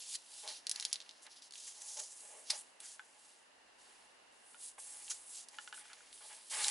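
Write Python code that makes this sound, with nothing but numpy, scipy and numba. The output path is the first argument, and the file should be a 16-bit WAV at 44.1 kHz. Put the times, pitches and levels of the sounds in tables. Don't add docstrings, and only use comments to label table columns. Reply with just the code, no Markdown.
import sys
import numpy as np
from scipy import signal
from scipy.fft import rfft, irfft
from scipy.io import wavfile
from scipy.ndimage import uniform_filter1d
from numba import njit

SR = 44100
rng = np.random.default_rng(int(sys.argv[2]) if len(sys.argv) > 2 else 0)


def dump_mix(stems):
    frames = np.atleast_2d(stems).T
    limited = np.clip(frames, -1, 1)
    pcm = np.round(limited * 32767).astype(np.int16)
    wavfile.write(sys.argv[1], SR, pcm)


def field_ratio(decibels):
    return 10 ** (np.asarray(decibels, dtype=float) / 20)


N = 295470
STEP = 64


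def unit(x):
    return x / np.sqrt(np.mean(x ** 2))


def colour(x, points):
    hz, db = np.transpose(points)
    size = x.shape[-1]
    f = np.maximum(np.arange(size // 2 + 1) * SR / size, 1)
    gain = field_ratio(np.interp(np.log(f), np.log(hz), db))
    return irfft(rfft(x) * gain, size)


@njit
def svf(x, hz, share):
    y, band, low = np.empty(len(x)), 0., 0.
    for i in range(len(x)):
        g = np.tan(np.pi * hz[i] / SR)
        v = (band + g * (x[i] - low)) / (1 + g * (g + share))
        band = 2 * v - band
        low = low + 2 * g * v
        y[i] = share * v
    return y


def fixed_band(x, hz, share):
    return svf(x, np.full(len(x), float(hz)), share)


def ring(x, hz, t60):
    pole = np.exp(2j * np.pi * hz / SR - np.log(1000) / (t60 * SR))
    return signal.lfilter([1], [1, -pole], x).imag


def walk(rate):
    k = max(int(SR / rate), 2)
    held = np.repeat(rng.standard_normal(N // k + 1), k)
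    return uniform_filter1d(held, k)[:N]


def fibres(spiky):
    return unit(rng.standard_normal(N) * field_ratio(spiky * rng.exponential(size=N)))


def add(out, s, x):
    i = int(s * SR)
    out[i:i + len(x)] += x[:N - i]


def curves(rows):
    s, *columns = np.transpose(rows)
    return [np.interp(np.arange(N) / SR, s, c) for c in columns]


def summed(gains, weights):
    settle_db, settle_s = -15, .06
    power = np.sum((gains * weights) ** 2 + (1e-9 * weights) ** 2, axis=0)
    keep = np.exp(-STEP / SR / settle_s)
    tail = signal.lfilter([1 - keep], [1, -keep], power, zi=[power[0]])[0]
    power = power + field_ratio(2 * settle_db) * tail
    return np.interp(np.arange(N), np.arange(len(power)) * STEP, np.sqrt(power))


def gestures(rows, pointed):
    start, rise, fall, db, hz, _ = (c[:, None] for c in np.transpose(rows))
    t = np.arange(0, N + STEP, STEP) / SR - start
    swell = np.clip(np.minimum(t / rise, 1 - (t - rise) / fall), 0, 1)
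    gains = field_ratio(db) * np.sin(np.pi / 2 * swell) ** pointed
    pitch = summed(gains, np.sqrt(hz)) ** 2 / summed(gains, 0.99) ** 2
    return gains, pitch


# t/s, level/dB
RUMBLE_LEVEL = [(0.0, -104), (3.4, -106), (3.7, -88), (4.6, -95.5), (5.2, -83), (5.5, -94), (6.1, -88),
                (6.55, -104), (6.7, -102)]


def rumble():
    noise = rng.standard_normal((2, N))
    mid, side = colour(noise, [(25, -48), (38, 8.5), (46, -5), (55, 7.5), (75, -24.5)])
    both = mid + field_ratio(-16) * side * np.array([[1], [-1]])
    return unit(both) * field_ratio(curves(RUMBLE_LEVEL)[0])


# f/Hz, level/dB (per Hz)
ROOM_TONE = [(30, -35), (80, -33.5), (100, -21), (125, -29), (260, -12), (330, -13), (560, -8.5), (900, -6),
             (1250, -12), (1800, -9), (2500, -15), (2800, -7.5), (3200, -16.5), (4700, -17), (6000, -21),
             (10600, -22.5)]
# f/Hz, likeness (0-1)
ROOM_LIKENESS = [(60, 0.92), (130, 0.8), (270, 0.26), (580, 0), (1230, 0), (2600, 0.19), (5540, 0.2),
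                 (11800, 0.5)]


def room():
    hz, alike = np.transpose(ROOM_LIKENESS)
    alike = np.clip(alike, -.95, .95)

    def part(sign):
        hum = colour(rng.standard_normal(N), ROOM_TONE)
        return colour(hum, np.transpose([hz, 10 * np.log10(1 + sign * alike)]))

    mid, side = part(1), part(-1)
    level_db = -65 + 1.0 * walk(3.27)
    return field_ratio(level_db) * unit(np.array([mid + side, mid - side]))


def reflections(x):
    first_ms, first_db = 2.5, -14
    t60, tail_db = .12, -13
    t = np.arange(int(.3 * SR)) / SR
    tail = rng.standard_normal((2, len(t))) * field_ratio(-60 * t / t60) * (t > .002)
    tail = colour(tail, [(300, 2.5), (1000, -3.5), (2000, -1), (5000, -6.5), (10000, -13)])
    tail *= field_ratio(tail_db) / np.sqrt(np.sum(tail ** 2) / 2)
    tail[:, int(first_ms * SR / 1000)] += field_ratio(first_db)
    return signal.fftconvolve(x[None], tail, axes=1)[:, :N]


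# f/Hz, level/dB (when tapped), level/dB (when dragged), t60/s (when tapped)
TABLE_MODES = [(270, -30, -14, .04), (460, -20, -4, .025), (590, -12, -2, .04), (840, -12, -2, .04),
               (1050, -10, -3, .02), (1280, -5, -12, .018), (1480, 0, -10, .045), (1680, -4, -6, .018),
               (2050, -8, -3, .012), (2400, -9, -5, .01), (2900, -11, -8, .018), (3400, -11, -10, .008)]
# t/s (start), rise/s, fall/s, level/dB (under the palm), f/Hz (palm's centre), level/dB (fingertip above palm)
PUSHES = [(.25, 0.083, 0.071, -71, 630, -14), (.422, .025, 0.12, -51.5, 695, -7.5),
          (.62, 0.095, 0.47, -70, 800, 6.5), (1.24, 0.024, .05, -67, 776, 4),
          (1.5, 0.37, 0.15, -71, 755, -5), (1.95, 0.029, 0.1, -54.5, 590, -16),
          (2.12, 0.21, 0.23, -60, 564, -8.5), (2.495, 0.0062, .16, -58, 680, -3),
          (2.75, 0.091, 0.13, -73.5, 780, 5), (3.0, .02, .6, -74.5, 910, -4.5),
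          (3.7, 0.29, 0.11, -73, 830, 1), (4.775, .01, .02, -61, 920, -5),
          (4.78, 0.12, 0.74, -71, 870, -0.5), (5.51, 0.033, 0.19, -68, 840, -3),
          (5.72, 0.034, 0.53, -71, 910, 6), (6.2, .02, 0.078, -55.5, 830, -7),
          (6.27, 0.035, 0.2, -65.5, 875, -0.5), (5.9, .2, 0.22, -68, 298.3, -12),
          (6.499, 0.052, .4, -50.5, 850, 2.5)]


def dragging():
    gains, palm_hz = gestures(PUSHES, 1.92)
    slips = fibres(1.8)
    palm, tip = np.zeros(N), np.zeros(N)
    for k, (f, _, db, t60) in enumerate(TABLE_MODES):
        mode = unit(ring(slips, f, 0.59 * t60))
        part = palm if f < 1150 else tip
        part += (-1) ** k * field_ratio(db) * mode
    palm = svf(palm, palm_hz, 0.49)
    tip_db = np.array(PUSHES)[:, -1:]
    uneven = field_ratio(3.0 * walk(40))
    return uneven * (summed(gains, 0.94) * unit(palm) + summed(gains, field_ratio(tip_db)) * unit(tip))


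# t/s (1 ms before the push), level/dB (peak of the modes, before the tone filter), hardness (0-1)
LANDINGS = [(1.973, -58, 0.1), (2.504, -42, 1), (2.849, -50, 0.8), (2.994, -32, 0.55), (4.544, -44, 0.7),
            (4.783, -58, 0.3), (5.113, -39, 1), (5.585, -29.5, 1), (5.675, -33.5, 1), (5.726, -29, 0.91),
            (5.743, -36.5, 1), (5.776, -41, 0.8), (5.854, -49, 0.45), (5.9, -46, 0.45), (5.916, -44, 0.6),
            (5.929, -47, 0.45), (6.005, -48, 0.35), (6.207, -47.5, 1)]


def taps():
    out = np.zeros(N)
    t = np.arange(4000) / SR
    tick = fixed_band(fixed_band(1. * (t == 0), 3000, 0.9), 3000, 2.0)
    for s, db, hard in LANDINGS:
        scuff = rng.standard_normal(len(t)) * np.exp(-t / 0.0042)
        push = (t == 0) + field_ratio(-26.0) * scuff
        rung = np.zeros(len(t))
        for k, (f, mode_db, _, t60) in enumerate(TABLE_MODES):
            r = rng.standard_normal()
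            mode_db = mode_db + 2.0 * r + 12 * (hard - .5) * np.log2(f / 1480)
            rung += (-1) ** min(k, 6) * field_ratio(mode_db) * ring(push, f * (1 + .015 * r), t60)
        landing = rung / np.abs(rung).max() + .7 * hard ** 2 * tick / tick.max()
        add(out, s + .001, field_ratio(db) * landing)
    return colour(out, [(300, -25), (800, -0.5), (3300, 0.5), (5500, -5.5)])


# t/s (start), rise/ms, fall/ms, level/dB, f/Hz (ring)
CREASES = [(.135, 21, 2.7, -45.5, 4270), (0.483, 2.7, 29.6, -48.5, 4500), (.757, 3.9, 2.2, -42, 4370),
           (0.824, 1.8, 2.9, -40, 3750), (1.265, 1.1, 3.6, -55.5, 4040), (1.421, 1.1, 2.5, -56, 4870),
           (1.508, 0.96, 2, -53.5, 4470), (1.522, 1.2, 1.8, -50.5, 4700), (1.535, 2.5, 3, -53, 4200),
           (1.664, 16, 12, -51.5, 6900), (1.816, 4.3, 1.8, -47, 7050), (1.965, 7.6, 15, -49.5, 6140),
           (1.985, 16, 6.8, -44.5, 6660), (2.498, 6.5, 7.3, -32, 4670), (5.096, 14, 11.3, -40.5, 6470),
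           (6.640, 5.9, 2.3, -33, 4000)]


def crunches():
    out = np.zeros(N)
    ms = np.arange(4000) / SR * 1000
    for s, rise, fall, db, hz in CREASES:
        kicks = rng.standard_normal(len(ms)) * field_ratio(3.4 * rng.standard_normal(len(ms)))
        rung = unit(fixed_band(kicks, hz, 0.18)) + 0.95 * unit(fixed_band(kicks, 7000, 3.5))
        swell = np.minimum(ms / rise, np.exp((rise - ms) / fall))
        add(out, s, field_ratio(db) * rung * swell)
    return out


def click(hz, treble_db):
    t = np.arange(1600) / SR
    rattle = rng.standard_normal(len(t)) * np.exp(-t / .006)
    kick = (t == 0) + field_ratio(-25) * rattle
    low = fixed_band(fixed_band(kick, hz, 0.5), hz, 1.8)
    high = fixed_band(kick, 10300, 0.13)
    return low / np.abs(low).max() - field_ratio(treble_db) * high / np.abs(high).max()


# t/s (first stir), level/dB (peak of the ring), f/Hz (ring), level/dB (treble above the ring)
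BUCKLES = [(0.4759, -27.5, 3900, -13), (0.6673, -22, 4310, -13), (0.694, -22, 4700, -3),
           (0.7126, -20.5, 4730, -4), (0.7974, -25, 4400, -10), (0.8076, -28, 6100, -24),
           (0.85, -18.5, 4330, -10.5), (0.882, -47, 5500, -18), (0.9141, -39, 3600, -14),
           (0.9276, -18, 4970, -6.5), (0.941, -31, 3900, -8), (0.9564, -28, 3960, -24),
           (1.0019, -34, 3900, -26), (1.0138, -38, 3900, -36), (1.0217, -43, 4300, -28),
           (1.062, -49, 2850, -20), (1.0914, -35, 3970, -47), (1.1092, -39.5, 3930, -39),
           (1.4731, -55, 5130, -15), (1.5544, -38.5, 3330, -19), (2.802, -41.5, 3300, 3),
           (5.079, -39, 3000, -30), (5.1005, -59, 6560, -20), (5.1133, -46, 6510, -14),
           (5.485, -38.5, 5100, -4), (5.543, -46, 2300, -30), (5.931, -38.5, 3920, -10),
           (6.1273, -41, 3600, -20), (6.1764, -48, 3700, -30), (6.6814, -14, 7600, -20),
           (6.6817, -24, 3300, -30)]


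def snaps():
    out = np.zeros(N)
    rise_s = .0014
    for s, db, hz, treble_db in BUCKLES:
        add(out, s + rise_s, field_ratio(db) * click(hz, treble_db))
    return out


# f/Hz, level/dB (per Hz)
HISS_TONE = [(4000, -32), (6500, -18), (8000, -8), (9500, 6), (11000, 6)]
# f/Hz, level/dB (per Hz)
RUSTLE_TONE = [(1800, -20), (2700, -3), (3600, -0.5), (5000, 0.5), (7000, -13), (11000, -6)]
# t/s (start), rise/s, fall/s, level/dB (ring), f/Hz (ring of the lifted sheet), level/dB (flat rustle above ring)
SLIDES = [(0, 0.004, 0.13, -56.5, 6550, 3.5), (0.041, 0.1176, 0.0083, -49.5, 6900, 0),
          (.155, 0.018, .12, -69.5, 6100, 5), (.22, 0.21, 0.053, -59, 7240, 3.5),
          (.45, 0.063, 0.11, -53.5, 5200, 3), (0.658, 0.12, 0.29, -57, 5370, -7),
          (1.0, 0.067, 0.42, -69.5, 4680, -1), (1.214, 0.018, 0.04, -64.5, 7350, -4),
          (1.289, 0.027, 0.054, -63, 4900, 2), (1.35, 0.019, 0.043, -62, 4930, 2),
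          (1.413, 0.016, 0.074, -62, 5300, -1.5), (1.51, 0.092, 0.24, -57.5, 6330, 0),
          (1.698, 0.27, .2, -53, 6530, -8), (2.05, 0.13, 0.46, -60.5, 7700, -8),
          (2.439, 0.08, 0.093, -53.5, 5170, 0.5), (2.53, 0.06, 0.048, -54.5, 8550, -8.5),
          (2.62, 0.02, 0.087, -85, 7000, 12), (2.796, 0.012, 0.027, -62.5, 8500, -2),
          (2.81, 0.052, 0.14, -57.5, 7000, -2), (2.97, 0.091, 0.29, -73.5, 6940, -0.5),
          (3.129, 0.11, 0.27, -70, 7200, 1), (3.775, 0.02, 0.45, -73, 7360, 3.5),
          (4.3, 0.035, 0.16, -77, 7500, -8), (4.38, .16, 0.066, -69, 8600, -5),
          (4.56, 0.1, 0.073, -55, 7850, -7), (4.7, 0.028, 0.05, -80, 8000, 0),
          (4.777, 0.023, 0.68, -57, 8130, -7.5), (4.949, .18, 0.078, -59, 6200, -2),
          (5.198, .03, .06, -77.5, 6900, 1), (5.25, 0.073, 0.064, -57.5, 8300, -11),
          (5.3, 0.074, 0.088, -56, 6850, -0.5), (5.48, 0.073, 0.12, -67.5, 6740, 0),
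          (5.58, 0.05, 0.11, -63, 7030, -1), (5.718, 0.055, 0.071, -59.5, 8300, -1),
          (5.82, 0.042, 0.55, -69.5, 6840, 3.5), (6.12, 0.011, 0.38, -65, 8650, 0.5),
          (6.18, 0.13, 0.15, -60.5, 7700, 1.5), (6.39, 0.12, 0.055, -62.5, 8400, 2),
          (6.49, .045, 0.05, -48, 7800, 3), (6.53, 0.074, 0.063, -46.5, 7700, 2),
          (6.6, 0.072, 0.084, -43.5, 7100, 2.5)]


def sliding():
    gains, hz = gestures(SLIDES, 1.2)
    *_, pitch, rustle_db = (c[:, None] for c in np.transpose(SLIDES))
    hiss_db = -0.5 + 9 * np.log2(pitch / 5000)
    judder = field_ratio(1.2 * walk(300))
    hiss_gain, rustle_gain, ring_gain = (summed(gains, field_ratio(db)) * field_ratio(1.4 * walk(50))
                                         for db in (hiss_db, rustle_db, 0))
    hiss = unit(colour(fibres(1.7), HISS_TONE))
    rustle = unit(colour(fibres(1.7), RUSTLE_TONE))
    lifted = unit(svf(svf(fibres(1.8), hz, .6), hz, .9))
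    ticks = (rng.random(N) < 140 / SR) * rng.standard_normal(N)
    lifted = lifted + field_ratio(-10) * unit(svf(ticks, hz, 0.95))
    return judder * (hiss_gain * hiss + rustle_gain * rustle + ring_gain * lifted)


def scene():
    hands = sliding() + dragging() + snaps() + crunches() + taps()
    hands = colour(hands, [(120, -20), (230, -7.5), (450, -5), (12000, 4)])
    right_db = .7
    balance = field_ratio([[-right_db / 2], [right_db / 2]])
    return (hands + reflections(hands) + room()) * balance + rumble()


def low_pass(x):
    return signal.sosfilt(signal.butter(12, 12370, fs=SR, output="sos"), x)


def record(dry):
    cut = colour(dry, [(11080, 0), (11250, -34), (11800, -48), (12400, -54), (20000, -64)])
    return low_pass(cut)


dry = scene()
out = record(dry)
dump_mix(out)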